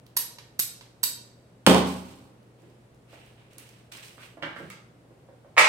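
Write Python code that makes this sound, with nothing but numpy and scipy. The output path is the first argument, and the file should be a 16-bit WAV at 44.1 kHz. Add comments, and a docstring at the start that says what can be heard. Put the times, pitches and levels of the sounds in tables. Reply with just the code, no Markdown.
"""A hand tool snaps three times on wooden boards in a garage, over still air and mains hum.
Then a big panel drops, a little to the right: noise bursts crack and boom, bending modes ring on.
Shoes and clothes scuff as shaped noise, sharp ticks and grit speckle it, and dull knocks follow.
A small board is thrown down and clatters on the concrete: softened bursts with a ring of its own.
Bands of decaying noise give the contacts the room's reverberation."""
import sys
import numpy as np
from scipy import signal
from scipy.fft import rfft, irfft, next_fast_len
from scipy.io import wavfile
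from scipy.ndimage import uniform_filter1d

SR = 44100
rng = np.random.default_rng(int(sys.argv[2]) if len(sys.argv) > 2 else 0)


def generate_wav(sig):
    """Save sig (samples, or channels by samples) to the path in sys.argv[1] as 16-bit PCM at SR."""
    pcm = np.round(np.clip(np.atleast_2d(sig).T, -1, 1) * 32767).astype(np.int16)
    wavfile.write(sys.argv[1], SR, pcm)


N = 250488
T = np.arange(N) / SR  # seconds

# Contact levels are set ahead of the garage's direct and room gains; colours and rings are relative.
# Tool snaps: t/s, level/dB, dry thump/dB and wood ring/dB (both relative to the level),
# spring-back level/dB, then low, middle and top ring f/Hz as the grip shifts.
TOOL_SNAPS = [(0.1675, -18.5, -35.5, -16, -42, 4530, 8410, 11300),
              (0.593, -19, -21.5, -36.5, -45.5, 5310, 8010, 11740),
              (1.0323, -17.5, -30.5, -21, -61, 4566, 8010, 11730)]
# Colour of the tool's rasp: f/Hz, level/dB
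RASP_COLOUR = [(60, -33.5), (130, -13), (220, -14), (600, -19.5), (2000, -10), (3200, -7.5), (4300, -3),
               (7000, -5), (10500, -1.5), (12000, 1), (13500, -3), (16000, -8)]
# Steady rings of the tool's steel: f/Hz, level/dB
STEEL_RINGS = [(2850, -14.5), (3850, -8), (4400, -10), (5150, -7), (5750, -12), (7000, -7), (9350, -3.5),
               (11750, 2), (12150, -1.5), (12700, -3), (13350, -9), (14600, -4.5)]
# Low, middle and top steel ring that shift with the grip: level/dB
GRIP_RING_LEVELS = [-3, 1, 5.5]
# Rings of the wood under the tool: f/Hz, level/dB, t60/s
WOOD_UNDER_TOOL = [(950, 1, .04), (1099, -6.5, 0.04), (1830, -3, .03)]
# Colour of the tool's thump through the wood: f/Hz, level/dB
TOOL_THUMP_COLOUR = [(40, -16), (130, 2), (700, -2), (2000, -3), (6000, -32.5)]
SPRING_BACK_S = .217  # from each snap to the tool's spring-back

# The panel lands and rebounds: t/s, boom level/dB, crack level/dB
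PANEL_LANDINGS = [(1.6649, -24, -7.5), (1.671, -5, -23), (1.696, -13.5, -19.5), (1.712, -11, -21),
                  (1.745, -14, -20.5), (1.764, -13.5, -27), (1.781, -22, -24.5)]
# Bending modes of the panel: f/Hz, level/dB, t60/s
PANEL_BENDING = [(81, -18, 1.0), (129.4, -12, 0.39), (163.6, -7.5, 0.11), (183.9, 1, 0.71),
                 (214.5, -3.5, 0.37), (268.6, -6, 0.68), (324.5, -5, 0.37), (369.7, -12, 0.57),
                 (428, -8.5, 0.6), (479, -5.5, 0.25), (505, -11.5, 0.54), (595, -16.5, .34),
                 (660, -13.5, 0.69), (770, -12, 0.33)]
# Colour of the panel's boom: f/Hz, level/dB
BOOM_COLOUR = [(30, -32), (62, -30.5), (100, -16), (140, -2.5), (190, -5), (280, 1.5), (380, -2), (520, -3),
               (800, -6.5), (1100, -5.5), (1600, -23), (4000, -30.5), (16000, -56.5)]
# Colour of the panel's crack: f/Hz, level/dB
CRACK_COLOUR = [(100, -34), (300, -10), (750, -1.5), (1600, 1), (2200, -1), (3000, 3.5), (5000, -6.5),
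                (7300, -11.5), (8700, -5.5), (10300, -14.5), (16000, -18.5)]

# Early knock, landing, close echoes and rattle of the board: t/s, level/dB, brightness (low-pass) f/Hz
BOARD_BURSTS = [(4.702, -39.5, 4400), (5.567, -26.5, 1700), (5.5741, -14, 1420), (5.5795, -7, 2410),
                (5.5850, -20, 9000), (5.5924, -19, 6600), (5.614, -14.5, 2980), (5.646, -15.5, 3880)]
# Colour of the board's clatter: f/Hz, level/dB
CLATTER_COLOUR = [(60, -38), (200, -24.5), (380, -20), (600, -9), (900, -4.5), (1250, 2), (1550, -7.5),
                  (2200, 5.5), (3000, -6), (5500, -5.5), (8500, -1), (10500, -9.5), (16000, -4)]
# Ringing modes of the board: f/Hz, level/dB, t60/s
BOARD_RINGS = [(604, -6, 0.78), (870, -6.5, 0.83), (1250, -43, 0.46), (1905, -2, 0.68), (2251, 4.5, 0.17),
               (2314, 9, 0.28), (2460, -5.5, 1)]

# Footfalls and dull knocks: t/s, level/dB, brightness (low-pass) f/Hz
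DULL_KNOCKS = [(2.63, -46.5, 449), (3.13, -47, 1020), (3.57, -52.5, 392), (4.18, -46.5, 2040),
               (4.371, -42.5, 1030), (4.425, -30, 4050), (4.433, -28.5, 2330), (4.563, -35, 2280),
               (4.601, -37.5, 680), (4.63, -38.5, 264), (5.105, -49.5, 620), (5.287, -47.5, 840),
               (5.446, -50, 950)]
# Colour of the knocks: f/Hz, level/dB
DULL_COLOUR = [(50, -25), (110, -6.5), (180, -2), (350, -0.5), (750, -4), (1800, -3.5), (2250, -2),
               (2550, -16), (3000, -4), (3600, -10.5), (7000, -19), (16000, -28)]
KNOCK_RING_SHARE = 0.687  # a harder contact rings higher: ring pitch as a share of its brightness

# Sharp ticks: t/s, level/dB, centre f/Hz
SHARP_TICKS = [(0.065, -49, 3960), (3.262, -57, 10500), (3.533, -53, 7900), (3.5825, -37, 10100),
               (3.691, -49, 7000), (3.922, -41.5, 4500), (4.701, -43.5, 10630)]
# Faint grit while the feet shift: mean level and centre pitch, each tick varies around them
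GRIT_PER_S, GRIT_DB, GRIT_HZ = 6.3, -64, 6000
GRIT_FROM_S, GRIT_TO_S = 2.42, 3.5

# Strokes of shoes and clothes: t/s, swell/s, fade/(dB per s), rub level/dB, gritty hiss level/dB
SCUFF_STROKES = [(2.58, .02, 37, -69.5, -74), (3.07, 0.067, 40.5, -55.5, -62.5),
                 (3.34, .06, 58, -61.5, -76), (3.5, 0.013, 45, -61, -67), (3.578, 0.0073, 48, -54, -57.5),
                 (3.915, .006, 53.5, -46.5, -49.5), (4.025, 0.0063, 126, -52, -49),
                 (4.17, 0.067, 132, -49, -54.5), (4.42, 0.0035, 120, -47.5, -61),
                 (4.55, 0.018, 48, -55, -60.5)]
# Colour of rubbing cloth and soles: f/Hz, level/dB
CLOTH_COLOUR = [(300, -12.5), (800, -2.5), (1600, -1), (2800, 4.5), (4000, -6), (6000, -20.5),
                (16000, -44.5)]
# Colour of the gritty hiss: f/Hz, level/dB
GRIT_HISS_COLOUR = [(1500, -22), (4000, 2), (5200, 0), (7000, -3.5), (8500, 2.5), (10300, -8),
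                    (13000, -6.5), (16000, -13)]
SCUFF_LENGTH_S, SCUFF_LIFT_S = 0.24, 0.13  # a stroke presses this long, then lifts over this time
SLIDE_S, SLIDE_DB = 1.845, -42.5  # the panel settles in short slides, starting here
SLIDE_GAP_S, SLIDE_GAP_SHARE, SLIDE_LOSS_DB = 0.22, 0.52, 13.5  # each comes sooner and weaker
SLIDE_SWELL_S, SLIDE_FADE_DB_PER_S = 0.031, 85

# Colour of the still air: f/Hz, level/dB
AIR_COLOUR = [(25, -29.5), (45, -15.5), (62, -14.5), (95, -13), (125, -8.5), (200, -12), (400, -15.5),
              (500, -14), (800, -22.5), (1300, -27.5), (3300, -35.5), (6500, -42), (8500, -40),
              (16000, -52.5)]
AIR_DB = -57
# Mains hum: f/Hz, level/dB (RMS)
MAINS_HUM = [(120, -60)]

# Reverberation bands of the garage: f/Hz, t60/s, left-right likeness (0 unrelated, 1 identical)
GARAGE_BANDS = [(60, 0.37, .8), (178, 0.76, 0.95), (444, 0.4, 0.75), (1110, 0.52, 0), (3000, 0.45, .05),
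                (6000, 0.46, 0.0044), (9860, 0.3, 0.087), (16000, 0.18, 0)]
LATE_DB, LATE_STRETCH = -24, 3.8  # the far corners ring on, weakly and longer
CUTOFF_HZ = 16000


def tool(echo_s=.0052, echo_db=1, lead_s=.0024, lead_db=-19, rasp_db=-4.0, steel_db=-4.0,
         steel_t60=0.024, vary_db=3.6, spring_hz=3500, spring_wood_db=-9, thump_late_s=.0013):
    """A short slip, then a sharp snap and its echo off the ceiling ring the steel; it springs back softly."""
    out, thumps = np.zeros(N), np.zeros(N)
    wood = ring(WOOD_UNDER_TOOL, size=8192)
    thump = as_blow(colour(signal.unit_impulse(8192), TOOL_THUMP_COLOUR))
    slip_snap_echo = ((-lead_s, lead_db), (0, 0), (echo_s, echo_db))
    for s, db, thump_db, wood_db, spring_db, *grip_hz in TOOL_SNAPS:
        rings = STEEL_RINGS + list(zip(grip_hz, GRIP_RING_LEVELS))
        for delay, part_db in slip_snap_echo:
            # each part rings with slightly different pitches and levels
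            detune = 1 + rng.normal(0, .005, len(rings))
            steel_modes = [(hz * shift, ring_db + vary_db * rng.normal(), steel_t60)
                           for (hz, ring_db), shift in zip(rings, detune)]
            steel = from_db(steel_db) * ring(steel_modes, size=8192)
            rasp = from_db(rasp_db) * burst(RASP_COLOUR, t60=0.02)
            add(out, s + delay, from_db(db + part_db) * (rasp + steel))
        add(out, s, from_db(db + wood_db) * wood)
        add(thumps, s + thump_late_s, from_db(db + thump_db) * thump)
        spring = as_blow(soften(burst(RASP_COLOUR, t60=0.05), spring_hz))
        add(out, s + SPRING_BACK_S, from_db(spring_db) * (spring + from_db(spring_wood_db) * wood))
    # the thumps stay dry and centred
    return garage(out, direct_db=-4.0, room_db=-0.5, pan_db=-5.5, lag_s=.00016) + thumps


def panel(ring_db=-4, swell_s=0.022):
    """The edge cracks on the floor, the sheet slaps down after it and booms in its bending modes."""
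    hits, modes = np.zeros(N), np.zeros(N)
    for s, boom_db, crack_db in PANEL_LANDINGS:
        boom = from_db(boom_db) * burst(BOOM_COLOUR, t60=0.048)
        crack = from_db(crack_db) * burst(CRACK_COLOUR, t60=0.02)
        add(hits, s, boom + crack)
    bending = ring(PANEL_BENDING)
    swell = 1 - np.exp(-T[:len(bending)] / swell_s)
    add(modes, PANEL_LANDINGS[0][0], from_db(ring_db) * as_blow(bending * swell))
    return (garage(hits, direct_db=-6.5, room_db=-2.5, pan_db=-5.5, lag_s=.00011)
            + garage(modes, direct_db=-2.0, room_db=-21.5, pan_db=0.1, lag_s=0.00027))


def board(ring_db=-4):
    """A light early knock, then the board lands with close echoes and rattles; its modes ring on."""
    hits, modes = np.zeros(N), np.zeros(N)
    for s, db, bright_hz in BOARD_BURSTS:
        contact = soften(burst(CLATTER_COLOUR, t60=0.016), bright_hz)
        add(hits, s, from_db(db) * as_blow(contact))
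    # the ring starts with the loudest burst
    s, db, _ = max(BOARD_BURSTS, key=lambda hit: hit[1])
    add(modes, s, from_db(db + ring_db) * ring(BOARD_RINGS))
    return (garage(hits, direct_db=-6.5, room_db=3.5, pan_db=-3.5, lag_s=.00007)
            + garage(modes, direct_db=-3.5, room_db=-6, pan_db=-16.5, lag_s=.00009))


def knocks(ring_db=4, ring_q=4):
    """Soft contacts of shoes and wood, each with one short hollow ring."""
    out = np.zeros(N)
    for s, db, bright_hz in DULL_KNOCKS:
        knock = soften(burst(DULL_COLOUR, t60=0.053), bright_hz)
        ring_hz = KNOCK_RING_SHARE * bright_hz
        hollow = from_db(ring_db) * resonate(knock, ring_hz, ring_hz / ring_q)
        add(out, s, from_db(db) * as_blow(knock + hollow))
    return garage(out, direct_db=-5, room_db=2.5, pan_db=-6.0, lag_s=.00011)


def scuffs(slide_rub_db=-2, pan_db=-3.0, count=3):
    """Cloth and soles rub, and grit hisses under them and under the sliding panel."""
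    strokes = [(stroke(s, swell_s, fade), rub_db, hiss_db)
               for s, swell_s, fade, rub_db, hiss_db in SCUFF_STROKES]
    s = SLIDE_S
    for k in range(count):
        db = SLIDE_DB - k * SLIDE_LOSS_DB
        slide = stroke(s, SLIDE_SWELL_S, SLIDE_FADE_DB_PER_S)
        strokes.append((slide, db + slide_rub_db, db))
        s += SLIDE_GAP_S * SLIDE_GAP_SHARE ** k
    shapes, rub, hiss = zip(*strokes)
    rubbing = friction(zip(shapes, rub), CLOTH_COLOUR, grain_db=5.5)
    hissing = friction(zip(shapes, hiss), GRIT_HISS_COLOUR, grain_db=4.5)
    return (rubbing + hissing) * from_db([[pan_db / 2], [-pan_db / 2]])


def stroke(s, swell_s, fade_db_per_s):
    """Pressure of one rubbing stroke: it swells, fades, and ends as the contact lifts."""
    age = T - s
    swell = np.clip(age / swell_s, 0, 1)
    fade = from_db(-fade_db_per_s * np.maximum(age - swell_s, 0))
    lift = np.clip((SCUFF_LENGTH_S + SCUFF_LIFT_S - age) / SCUFF_LIFT_S, 0, 1)
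    return swell * fade * lift


def friction(strokes, spectrum, grain_db, catch_db=1.0):
    """Dense tiny slips of uneven size, bunched where the surfaces catch; strokes are (pressure, dB)."""
    catches = rms_one(soften(rng.standard_normal(N), 44.4))
    slip_size = from_db(grain_db * rng.standard_normal(N) + catch_db * catches)
    slips = rng.standard_normal((2, N)) * slip_size
    # overlapping strokes add in power
    pressure = np.sqrt(sum((from_db(db) * shape) ** 2 for shape, db in strokes))
    return rms_one(colour(slips, spectrum)) * pressure


def ticks(spread=1.9, skirt_db=-11, vary_db=3):
    """Tiny hard contacts, each with one broad peak: a few sharp ones and a scatter of grit."""
    out = np.zeros(N)
    slots = np.arange(GRIT_FROM_S, GRIT_TO_S, 1 / GRIT_PER_S)
    # each slot's tick strays in time, level and pitch
    grit = [(s + late / GRIT_PER_S, GRIT_DB + vary_db * size, GRIT_HZ * 2 ** octaves)
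            for s, (late, size, octaves) in zip(slots, rng.uniform(-.5, .5, (64, 3)))]
    for s, db, hz in SHARP_TICKS + grit:
        peak = [(hz / 10, 2 * skirt_db), (hz, 0), (hz * spread, skirt_db)]
        add(out, s, from_db(db) * burst(peak, t60=.014))
    return garage(out, direct_db=-10, room_db=-7.5, pan_db=-8.5, lag_s=.00018)


def background():
    """Still air as coloured stereo noise, and a steady mains hum as a sine."""
    air = from_db(AIR_DB) * rms_one(colour(sum(diffuse_bands(N)), AIR_COLOUR))
    hum = sum(from_db(db) * np.sqrt(2) * np.sin(2 * np.pi * (hz * T + rng.random()))
              for hz, db in MAINS_HUM)
    return air + hum


def garage(x, direct_db, room_db, pan_db, lag_s, build_s=0.0017, room_pan_share=0.4, size=SR):
    """The direct sound reaches the right side first; reverberation builds up and dies band by band."""
    tail = 0
    for band, (hz, t60, _) in zip(diffuse_bands(size), GARAGE_BANDS):
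        late = from_db(LATE_DB) * dying(t60 * LATE_STRETCH, size) / (1 + hz / 1500)
        tail = tail + band * (dying(t60, size) + late)
    build = 1 - np.exp(-T[:size] / build_s)
    # both fades bring the end of the tail to silence
    end_fade = np.clip(np.linspace(5, 0, size), 0, 1) ** 2
    slow_fade = np.linspace(1, 0, size) ** .25
    tail = even(tail, width_hz=90) * end_fade * build * slow_fade / np.sqrt(.04 * SR)
    pan = np.array([[pan_db], [-pan_db]]) / 2  # negative leans right
    direct = np.array([np.roll(x, round(lag_s * SR)), x])
    wet = signal.fftconvolve(x[None], tail, axes=1)[:, :N]
    return from_db(direct_db + pan) * direct + from_db(room_db + room_pan_share * pan) * wet


def diffuse_bands(size):
    """Stereo noise split into the garage's bands, with the left-right likeness set by pitch."""
    centres, _, likeness = np.transpose(GARAGE_BANDS)
    pitch = np.log(np.fft.rfftfreq(size, 1 / SR) + 1)
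    alike = np.clip(np.interp(pitch, np.log(centres), likeness), -1, 1)
    mid, side = np.exp(2j * np.pi * rng.random((2, len(pitch)))) * np.sqrt(size / 2)
    both = np.sqrt(1 + alike) * mid + np.sqrt(1 - alike) * side * [[1], [-1]]
    # neighbouring bands crossfade on a log-frequency scale
    return [irfft(both * np.interp(pitch, np.log(centres), share), size)
            for share in np.eye(len(centres))]


def burst(spectrum, t60, size=8192):
    """A contact excites countless close modes that die together."""
    noise = even(rng.standard_normal(size) * dying(t60, size), width_hz=360)
    return as_blow(colour(noise * dying(10 * t60, size), spectrum))


def ring(modes, size=SR):
    """The few strong modes that outlast a contact, as decaying sines of alternating polarity."""
    total = np.zeros(size)
    for k, (hz, db, t60) in enumerate(modes):
        sine = np.sin(2 * np.pi * hz * T[:size])
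        total += (-1) ** k * from_db(db) * dying(t60, size) * sine
    return as_blow(total)


def resonate(x, hz, width_hz):
    """One resonance, gain 1 at its top."""
    return signal.lfilter(*signal.iirpeak(min(hz, .45 * SR), hz / width_hz, fs=SR), x)


def soften(x, hz, kind="low", order=2):
    """A gentle low- or high-pass."""
    return signal.sosfilt(signal.butter(order, min(hz, .45 * SR), kind, fs=SR, output="sos"), x)


def colour(x, spectrum):
    """Causal (minimum-phase) filter with the given spectrum."""
    size = 2 * next_fast_len(x.shape[-1])
    hz, db = np.transpose(spectrum)
    pitch = np.log(np.fft.rfftfreq(size, 1 / SR) + 1)
    log_gain = np.log(from_db(np.interp(pitch, np.log(hz), db)))
    # folding the cepstrum onto positive time gives the minimum phase
    cepstrum = irfft(log_gain)[:size // 2]
    response = np.exp(2 * rfft(cepstrum, size) - cepstrum[0])
    return irfft(rfft(x, size) * response)[..., :x.shape[-1]]


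def even(x, width_hz):
    """Level a noise's spectrum over the given width, keeping its energy and its fine grain."""
    spectrum = rfft(x)
    width_bins = max(1, round(width_hz * x.shape[-1] / SR))
    power = uniform_filter1d(np.abs(spectrum) ** 2, width_bins)
    return irfft(spectrum * np.sqrt(power.mean() / (np.abs(power) + 1e-12)), x.shape[-1])


def dying(t60, size):
    """An envelope that loses 60 dB in t60."""
    return 1000 ** (-T[:size] / t60)


def as_blow(x):
    """Scale to the energy of 10 ms at full level."""
    return x * np.sqrt(.01 * SR / np.sum(x ** 2))


def rms_one(x):
    """Scale to an RMS level of 1."""
    return x / np.sqrt(np.mean(x ** 2) + 1e-20)


def from_db(db):
    """Turn decibels into an amplitude gain."""
    return 10 ** (np.asarray(db) / 20)


def add(out, s, sound):
    """Mix a sound in at time s."""
    start = round(s * SR)
    out[start:start + len(sound)] += sound[:N - start]


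def scene():
    """Tool, panel and board up front, small contacts around them, air and hum behind."""
    return tool() + panel() + board() + knocks() + scuffs() + ticks() + background()


def record(dry):
    """The microphone sheds the deepest bass, peaks stop at full scale, the top is cut."""
    heard = np.clip(soften(dry, 32, "high"), -1, 1)
    return signal.sosfilt(signal.ellip(10, .2, 90, CUTOFF_HZ, fs=SR, output="sos"), heard)


dry = scene()
out = record(dry)
generate_wav(out)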